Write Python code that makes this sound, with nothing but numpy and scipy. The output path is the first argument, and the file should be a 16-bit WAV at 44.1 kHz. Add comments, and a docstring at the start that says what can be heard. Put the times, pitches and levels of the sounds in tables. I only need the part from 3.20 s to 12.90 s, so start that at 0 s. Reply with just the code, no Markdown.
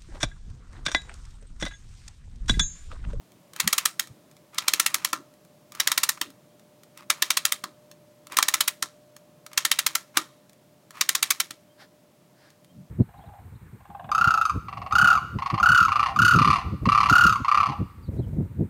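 """A few light finger ticks, then sharp ratchet snaps close to the microphone: on a wooden shooting bench, a
hand winds the spring of a drum magazine in seven twists. At each tooth the pawl snaps over and the loaded drum
rattles; after each twist the rotor falls back on the pawl with a heavier clack, and now and then the drum rocks
back on the bench with a low bump. Bench and shelter answer. The fingers tick, rub and bump nearby, over outdoor
rumble, the hum of a far machine and, near the end, two faint chirps of a far bird."""
import sys
import numpy as np
from scipy import signal
from scipy.fft import rfft, irfft, next_fast_len
from scipy.io import wavfile
from scipy.ndimage import uniform_filter1d

SR = 44100
rng = np.random.default_rng(int(sys.argv[2]) if len(sys.argv) > 2 else 0)


def waveform_to_disk(signal):
    """Save audio, clipped to [-1, 1], as 16-bit WAV at the path in sys.argv[1]."""
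    frames = np.transpose(np.atleast_2d(signal))
    scaled = np.clip(frames, -1, 1) * 32767
    samples = np.round(scaled).astype(np.int16)
    wavfile.write(sys.argv[1], SR, samples)


N = 427756

# the pawl snaps over a tooth: (time [s], relative level [dB], rattle length [s])
PAWL_SNAPS = [(0.401, -13, 0.0037), (0.4768, -12, 0.0023), (.529, -11.5, 0.0051), (.581, -12.5, 0.006),
              (0.6553, -11, 0.0047), (1.383, -15.5, 0.0049), (1.482, -10, 0.0023), (1.5369, -12, 0.0012),
              (1.5982, -11.5, 0.0039), (1.6628, -12, 0.0043), (1.744, -12.5, 0.003), (1.8484, -14, 0.0019),
              (2.6007, -12, 0.0057), (2.674, -11, 0.0029), (2.718, -14, 0.0025), (2.778, -12.5, 0.0031),
              (2.834, -12.5, 0.0057), (2.8915, -13, 0.0043), (3.902, -10, 0.0034), (4.023, -10.5, 0.0031),
              (4.1053, -11, 0.003), (4.1713, -12, 0.0042), (4.2536, -11.5, 0.0012), (4.3223, -15, 0.0018),
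              (5.17, -13, 0.0044), (5.228, -10.5, 0.001), (5.2846, -12.5, 0.0036), (5.3405, -12, 0.0044),
              (5.4068, -11.5, 0.0051), (5.4782, -14, 0.007), (6.377, -11, 0.0034), (6.4514, -12, 0.0045),
              (6.5156, -10.5, 0.0031), (6.5894, -13, 0.0048), (6.665, -12, 0.0047), (6.753, -12, 0.0043),
              (7.8112, -11.5, 0.0041), (7.8918, -10.5, 0.0021), (7.9515, -12, 0.0047),
              (8.028, -11.5, 0.0042), (8.1059, -10.5, 0.0051), (8.2015, -13.5, 0.0059)]
# the grip slackens, the rotor falls back: (time [s], relative level [dB], thud [dB], shell ring [dB])
ROTOR_CLACKS = [(0.7966, -15, -3, -3), (1.9316, -17.5, 13, 9.5), (3.0148, -16.5, 11, 2),
                (4.44, -25.5, 24, 14), (5.187, -11.5, 7, 10.5), (5.626, -16.5, 10.5, 6), (6.972, -9, 12, 8),
                (8.3084, -29.5, 16, 3)]
# the rotor slides; the grip sets how freely the shell rings:
# (start [s], end [s], sliding level [dB], shell ring [dB])
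HAND_TWISTS = [(0.353, 0.683, -48.5, -2.5), (1.334, 1.85, -49.5, -1.5), (2.544, 2.891, -52, 0.5),
               (3.94, 4.334, -56, -1), (5.097, 5.475, -54.5, -0.5), (6.31, 6.76, -56.5, -1.5),
               (7.744, 8.202, -57, -3)]
# base spectrum of a contact, heard close: (frequency [Hz], level [dB])
CONTACT_SPECTRUM = [(60, -26), (170, -20.5), (330, -10.5), (480, -24), (720, -13.5), (880, -7.5),
                    (1050, -3.5), (1250, -1.5), (1500, -4.5), (1850, 0.5), (2800, -2.5), (4000, 1),
                    (7000, 0.5), (16000, -6)]
# resonances of pawl and rotor that colour every contact: (frequency [Hz], mean gain [dB])
ROTOR_RESONANCES = [(1220, 0.5), (1330, 3.5), (1850, -0.5), (2280, 2.5), (2730, 2.5), (3180, 2.5),
                    (3720, 3.5), (5600, 2), (8500, 0.5)]
# modes of drum shell and rotor: (frequency [Hz], level over the direct sound [dB], t60 [s])
SHELL_MODES = [(163, -2.5, 0.2), (313, -6.5, 0.19), (1046, -3, 0.055), (1090, -5, 0.072),
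               (1200, -0.5, 0.02), (1357, -2, 0.07), (1650, -3, 0.0037), (1850, -11, 0.013),
               (2310, -15.5, 0.042), (2666, -8.5, 0.072), (3130, -15.5, 0.0067), (4050, -6, .015),
               (4500, -16, 0.069), (6600, -2, 0.02), (8630, -9.5, 0.025)]
# the fingers regrip and the slack is taken up: (time [s], relative level [dB])
FINGER_TICKS = [(0.118, -42.5), (.3336, -30), (0.3615, -23), (.872, -32.5), (1.1124, -40), (1.166, -40.5),
                (1.345, -29.5), (2.138, -45), (2.2483, -43), (2.52, -28.5), (2.5494, -24.5), (3.1023, -36),
                (3.395, -43), (3.633, -35.5), (3.774, -29.5), (4.7135, -32), (5.0689, -29.5), (5.121, -22),
                (5.964, -30.5), (6.2636, -25), (6.331, -27), (7.2945, -39.5), (7.3306, -41.5),
                (7.7064, -29), (9.302, -41), (9.4448, -41.5)]
# echo off the bench, just under the drum: (frequency [Hz], relative level [dB])
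BENCH_SPECTRUM = [(100, -13), (300, -18.5), (500, 19), (1000, 0), (3000, 4), (7000, 0.5), (11000, 0.5),
                  (16000, -3.5)]
# echo from the shelter overhead: (frequency [Hz], relative level [dB])
SHELTER_SPECTRUM = [(100, -2), (500, 11.5), (1100, -1.5), (2000, -2.5), (4200, -3), (7500, -4.5),
                    (11000, -6.5), (16000, -11)]
# harder scrapes of the rotor: (middle [s], half length [s], level [dB])
ROTOR_SCRAPES = [(1.425, 0.0032, -42), (2.978, 0.0039, -45), (3.80, 0.024, -53), (5.135, .012, -45.5),
                 (6.963, 0.011, -44), (7.785, 0.027, -49)]
# friction of the sliding rotor: (frequency [Hz], relative level [dB])
FRICTION_SPECTRUM = [(200, -14), (700, -7), (1000, 5.5), (1250, 7.5), (1550, 0), (2500, 1.5), (3200, -6),
                     (5000, -9), (9000, -15), (16000, -20)]
# soft low bumps: hands and gun knock the bench, and after a release the drum rocks back on its low mode: #
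# (middle [s], half length [s], level [dB], pitch [Hz])
BENCH_BUMPS = [(0.464, .017, -35.5, 179), (0.913, 0.012, -46.5, 139), (1.999, 0.014, -47, 322.7),
               (3.084, 0.026, -51, 310), (5.123, 0.018, -51.5, 322), (9.593, 0.035, -43.5, 181.6)]
# spectrum of a bump: (frequency [multiple of its pitch], relative level [dB])
BUMP_SPECTRUM = [(.15, -35.5), (.4, -11.5), (.7, -2.5), (1, 6), (1.3, -3.5), (1.9, -19.5), (4, -49),
                 (15, -70.5)]
# the hands brush drum and stock as they let go: (middle [s], half length [s], level [dB])
HAND_BRUSHES = [(8.62, 0.022, -50.5), (9.25, 0.058, -60)]
# spectrum of that brushing: (frequency [Hz], relative level [dB])
BRUSH_SPECTRUM = [(300, -11.5), (800, 2.5), (1200, 0.5), (1700, 7), (2500, -7), (3600, -4), (5000, -1.5),
                  (6500, -14), (10000, -16), (16000, -25.5)]
# open air around the shelter: (frequency [Hz], relative level [dB])
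AIR_SPECTRUM = [(18, -82.5), (30, -37.5), (97, -12.5), (130, -1.5), (187, -1.5), (213, -6), (350, -6),
                (410, -12.5), (546, -10.5), (591, -7), (808, -16.5), (1050, -17), (1510, -23), (3880, -26),
                (15500, -31)]
# a far machine swells and fades: (time [s], level [dB])
HUM_LEVELS = [(0, -75.5), (2.0, -62.5), (2.6, -65), (4.5, -60), (5.7, -59), (8.1, -67.5), (8.5, -62),
              (9.0, -67.5), (9.7, -67.5)]
# a far bird: (middle [s], half length [s], level [dB])
BIRD_CHIRPS = [(8.517, 0.014, -69), (9.508, .014, -69.5)]

SNAP_THUD_DB, THUD_SPREAD_DB = 0.9, 0.5   # a snap is a light blow, never quite the same
THUD_LOSS_DB_PER_S = 950   # the longer it rattles, the less it thuds
FIRST_EDGE_DB, LAST_EDGE_DB, EDGE_SPREAD_DB = -1.5, 2, 0.84   # snaps grow sharper through each twist
CLACK_S, DULL_SHARE = 0.0019, 0.17   # a clack is brief; the more it rings, the duller its edge
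BURSTS_DB, BURST_S = 2, 0.0005   # a rattle comes in uneven bursts
PEAK_WIDTH_OCTAVES, PEAK_SPREAD_DB = 0.052, 1.83   # each tooth excites the resonances differently
BODY_SPREAD_DB, BODY_STEP_OCTAVES = 1.1, 0.6   # the hand damps broad bands, differently at each contact
TICK_HOLLOW_FROM_DB, TICK_HOLLOW_SHARE = -41, 0.38
CATCHES_PER_S, CATCH_DB = 77, -4
AIR_DB, AIR_FALL_DB_PER_S = -57, 0.2344


def ratchet(snap_db, clack_db, lead_s):
    """Close up: a light snap for each tooth the pawl passes, a heavy clack when the rotor falls back."""
    out = np.zeros(N)
    for s, db, length_s in PAWL_SNAPS:
        start, end, _, ring_db = min(HAND_TWISTS, key=lambda twist: abs(s - (twist[0] + twist[1]) / 2))
        edge_db = np.interp(s, [start, end], [FIRST_EDGE_DB, LAST_EDGE_DB])
        edge_db += EDGE_SPREAD_DB * rng.standard_normal()
        thud_db = SNAP_THUD_DB - THUD_LOSS_DB_PER_S * length_s - THUD_SPREAD_DB * rng.standard_normal()
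        colour_db = contact_colour(thud_db, ring_db, edge_db)
        add(out, s - lead_s, from_db(db + snap_db) * pawl_blow(length_s, colour_db, lead_s))
    for s, db, thud_db, ring_db in ROTOR_CLACKS:
        colour_db = contact_colour(thud_db, ring_db, edge_db=-DULL_SHARE * ring_db)
        add(out, s - lead_s, from_db(db + clack_db) * pawl_blow(CLACK_S, colour_db, lead_s))
    return out


def pawl_blow(length_s, colour_db, lead_s):
    """The pawl meets a tooth; the drum radiates differently toward microphone, bench and shelter."""
    direct, downward = [rattle(length_s, colour_db, lead_s, rise_s=0.00088, fall_s=0.0011, grain_db=2.0)
                        for _ in range(2)]
    # the shelter gathers all directions, so it receives the broad colour without the ripple
    smooth_click = irfft(causal(from_db(colour_db)))
    upward = np.concatenate([np.zeros(round(lead_s * SR)), smooth_click])[:len(direct)]
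    return reflections(direct, downward, upward)


def rattle(length_s, colour_db, lead_s, rise_s, fall_s, grain_db):
    """The parts chatter in a dense cluster of tiny impacts."""
    size = 2 * len(colour_db) - 2
    t = np.arange(size) / SR - lead_s
    force = np.exp(np.minimum(t, 0) / rise_s - np.maximum(t - 0.88 * length_s, 0) / fall_s)
    bursts_db = BURSTS_DB * np.interp((t + lead_s) / BURST_S, np.arange(size), rng.standard_normal(size))
    chatter = force * rng.standard_normal(size)
    impacts = rfft(chatter * from_db(bursts_db + grain_db * rng.standard_normal(size)))
    # chance sets the fine ripple of the spectrum, the kind of contact its broad shape
    broad = np.sqrt(uniform_filter1d(np.abs(impacts) ** 2, size=64) + 1e-12)
    return irfft(impacts * causal(from_db(colour_db) / broad))


def contact_colour(thud_db, ring_db, edge_db, size=2048):
    """One contact's spectrum in dB: a heavy blow thuds and rings, a crisp one has edge."""
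    hz = np.fft.rfftfreq(size, 1 / SR)
    thud = [(70, 0.5 * thud_db), (200, thud_db), (330, 0.82 * thud_db)]
    ring = [(750, 0.65 * ring_db), (1150, ring_db), (1350, 0.82 * ring_db)]
    edge = [(1900, 0.0018), (5500, 0.0053), (10000, edge_db)]
    colour_db = at_hz(CONTACT_SPECTRUM, hz) + at_hz(thud + ring + edge, hz)
    for peak_hz, db in ROTOR_RESONANCES:
        peak = np.exp(-0.5 * (np.log2((hz + 1) / peak_hz) / PEAK_WIDTH_OCTAVES) ** 2)
        colour_db += (db + PEAK_SPREAD_DB * rng.standard_normal()) * peak
    grip_db = BODY_SPREAD_DB * rng.standard_normal(size=64)
    return colour_db + np.interp(np.log2(hz + 1) / BODY_STEP_OCTAVES, np.arange(len(grip_db)), grip_db)


def drum_shell(blows):
    """The shell passes each blow on and rings briefly in its modes."""
    out = blows.copy()
    for hz, db, t60 in SHELL_MODES:
        radius = np.exp(-np.log(1000) / (t60 * SR))
        feedforward = np.array([1, 0, -1]) * (1 - radius ** 2) / 2
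        feedback = [1, -2 * radius * np.cos(2 * np.pi * hz / SR), radius ** 2]
        out += from_db(db) * signal.lfilter(feedforward, feedback, blows + 1e-18)
    return out


def finger_ticks(tick_db, lead_s):
    """Single light contacts; the firmer ones reach the shell and sound hollow."""
    out = np.zeros(N)
    for s, db in FINGER_TICKS:
        hollow_db = TICK_HOLLOW_SHARE * (db - TICK_HOLLOW_FROM_DB)
        colour_db = contact_colour(thud_db=2 * hollow_db, ring_db=hollow_db, edge_db=1)
        tick = rattle(0.0018, colour_db, lead_s, rise_s=0.00033, fall_s=0.0015, grain_db=0)
        add(out, s, from_db(db + tick_db) * reflections(tick, tick, tick))
    return out


def rotor_rubbing(rough_db, size=2048):
    """The rotor sticks and slips under each twist, catching on the spring and the cartridges."""
    t = np.arange(N) / SR
    sliding = sum(from_db(db) * ((t > start) & (t < end)) for start, end, db, _ in HAND_TWISTS)
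    pressure = uniform_filter1d(sliding, size=1000) + swells(ROTOR_SCRAPES)
    friction = from_db(rough_db * drift(rate_hz=250)) * coloured_noise(FRICTION_SPECTRUM)
    impulses = (rng.random(N) < CATCHES_PER_S / SR) * rng.standard_normal(N)
    catch_gain = from_db(at_hz(FRICTION_SPECTRUM, np.fft.rfftfreq(size, 1 / SR)))
    catches = signal.oaconvolve(impulses, irfft(causal(catch_gain)))[:N]
    return pressure * (friction + from_db(CATCH_DB) * rms_one(catches))


def bench_bumps(size=16384):
    """Soft low bumps of hands, gun and the rocking drum on the bench: short swells of low noise, each around
    its pitch."""
    out = np.zeros(N)
    t = (np.arange(size) - size // 2) / SR
    for s, half_s, db, pitch_hz in BENCH_BUMPS:
        rumble = coloured_noise(np.array(BUMP_SPECTRUM) * [pitch_hz, 1], size=size)
        add(out, s + t[0], from_db(db) * np.exp(-0.5 * (t / half_s) ** 2) * rumble)
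    return out


def hand_brushes():
    """The hands slide off drum and stock with a soft hiss."""
    return swells(HAND_BRUSHES) * coloured_noise(BRUSH_SPECTRUM)


def reflections(direct, downward, upward):
    """At the microphone: the direct click, then the bench, the shelter and a faint far tail."""
    bench = from_db(-10.5) * echoes(BENCH_SPECTRUM, delay_s=0.0056, t60=0.028, grain_db=0.5, size=2048)
    shelter = from_db(-16.5) * echoes(SHELTER_SPECTRUM, delay_s=0.014, t60=0.17, grain_db=3.5)
    far = from_db(-32) * echoes(SHELTER_SPECTRUM, delay_s=0.03, t60=0.58, grain_db=2.5)
    heard = signal.fftconvolve(upward, shelter + far)
    add(heard, 0, signal.fftconvolve(downward, bench))
    add(heard, 0, direct)
    return heard


def echoes(spectrum, delay_s, t60, grain_db, size=12000):
    """Dying echoes of unit energy; the turning rotor and moving hand scatter each click differently."""
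    t = np.arange(size) / SR - delay_s
    surfaces = np.repeat(from_db(grain_db * rng.standard_normal(size)), 32)[:size]
    decay = (t > 0) * np.exp(-np.log(1000) * np.maximum(t, 0) / t60)
    tail = coloured_noise(spectrum, size=size) * surfaces * decay
    return tail / np.sqrt(np.sum(tail ** 2))


def open_air():
    """Nearly steady rumble and hiss from all around the shelter."""
    t = np.arange(N) / SR
    return from_db(AIR_DB - AIR_FALL_DB_PER_S * t) * coloured_noise(AIR_SPECTRUM)


def far_machine(pitch_hz, waver_hz):
    """A machine in the distance hums on one slightly wavering tone."""
    level_db = np.interp(np.arange(N) / SR, *np.transpose(HUM_LEVELS))
    phase = 2 * np.pi * np.cumsum(pitch_hz + waver_hz * drift(rate_hz=8)) / SR
    return np.sqrt(2) * from_db(level_db) * np.sin(phase)


def far_bird(pitch_hz, glide_hz):
    """Thin, slightly rising notes, well away from the microphone."""
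    out = np.zeros(N)
    t = np.arange(N) / SR
    for s, half_s, db in BIRD_CHIRPS:
        hz = pitch_hz + glide_hz * np.tanh((t - s) / half_s)
        out += swells([(s, half_s, db)]) * np.sqrt(2) * np.sin(2 * np.pi * np.cumsum(hz) / SR)
    return out


def swells(rows):
    """A bell-shaped rise and fall for each row."""
    t = np.arange(N) / SR
    return sum(from_db(db) * np.exp(-0.5 * np.minimum(((t - s) / half_s) ** 2, 100))
               for s, half_s, db in rows)


def coloured_noise(spectrum, size=N):
    """Noise of a given spectrum, rms 1."""
    padded = next_fast_len(size, real=True)
    gain = from_db(at_hz(spectrum, np.fft.rfftfreq(padded, 1 / SR)))
    return rms_one(irfft(rfft(rng.standard_normal(padded)) * gain, padded)[:size])


def drift(rate_hz):
    """A random wander: values of spread 1, joined by straight lines."""
    knots = rng.standard_normal(4000)
    return np.interp(np.arange(N) / SR * rate_hz, np.arange(len(knots)), knots)


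def causal(gain):
    """The minimum-phase response with these gains: nothing sounds before the blow."""
    cepstrum = irfft(np.log(gain + 1e-9))
    half = len(cepstrum) // 2
    cepstrum[1:half] *= 2
    cepstrum[half + 1:] = 0
    return np.exp(rfft(cepstrum))


def at_hz(spectrum, hz):
    """A spectrum in dB, joined on a log-frequency axis."""
    knots, db = np.transpose(spectrum)
    return np.interp(np.log(hz + 1), np.log(knots), db)


def add(track, s, sound):
    """Mix a sound in at time s."""
    start = max(round(s * SR), 0)
    track[start:start + len(sound)] += sound[:max(N - start, 0)]


def from_db(db):
    return 10 ** (np.asarray(db) / 20)


def rms_one(x):
    return x / np.sqrt(np.mean(x ** 2) + 1e-20)


def scene():
    """One microphone at the bench: drum and hands close, the outdoors behind."""
    blows = ratchet(snap_db=23.0, clack_db=22.5, lead_s=0.004)
    ticks = finger_ticks(tick_db=10.5, lead_s=0.00084)
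    hands = rotor_rubbing(rough_db=3.0) + bench_bumps() + hand_brushes()
    outdoors = open_air() + far_machine(pitch_hz=598, waver_hz=1.5)
    bird = far_bird(pitch_hz=3167, glide_hz=70.4)
    return (drum_shell(blows + ticks) + hands + outdoors + bird)[None]


def record(dry):
    """After the microphone, the highest peaks are rounded and the top treble is cut."""
    ceiling, cutoff_hz = 0.88, 16000
    rounded = dry / (1 + (dry / ceiling) ** 4) ** 0.25
    return signal.sosfilt(signal.ellip(10, 0.2, 70, cutoff_hz, fs=SR, output="sos"), rounded)


dry = scene()
out = record(dry)
waveform_to_disk(out)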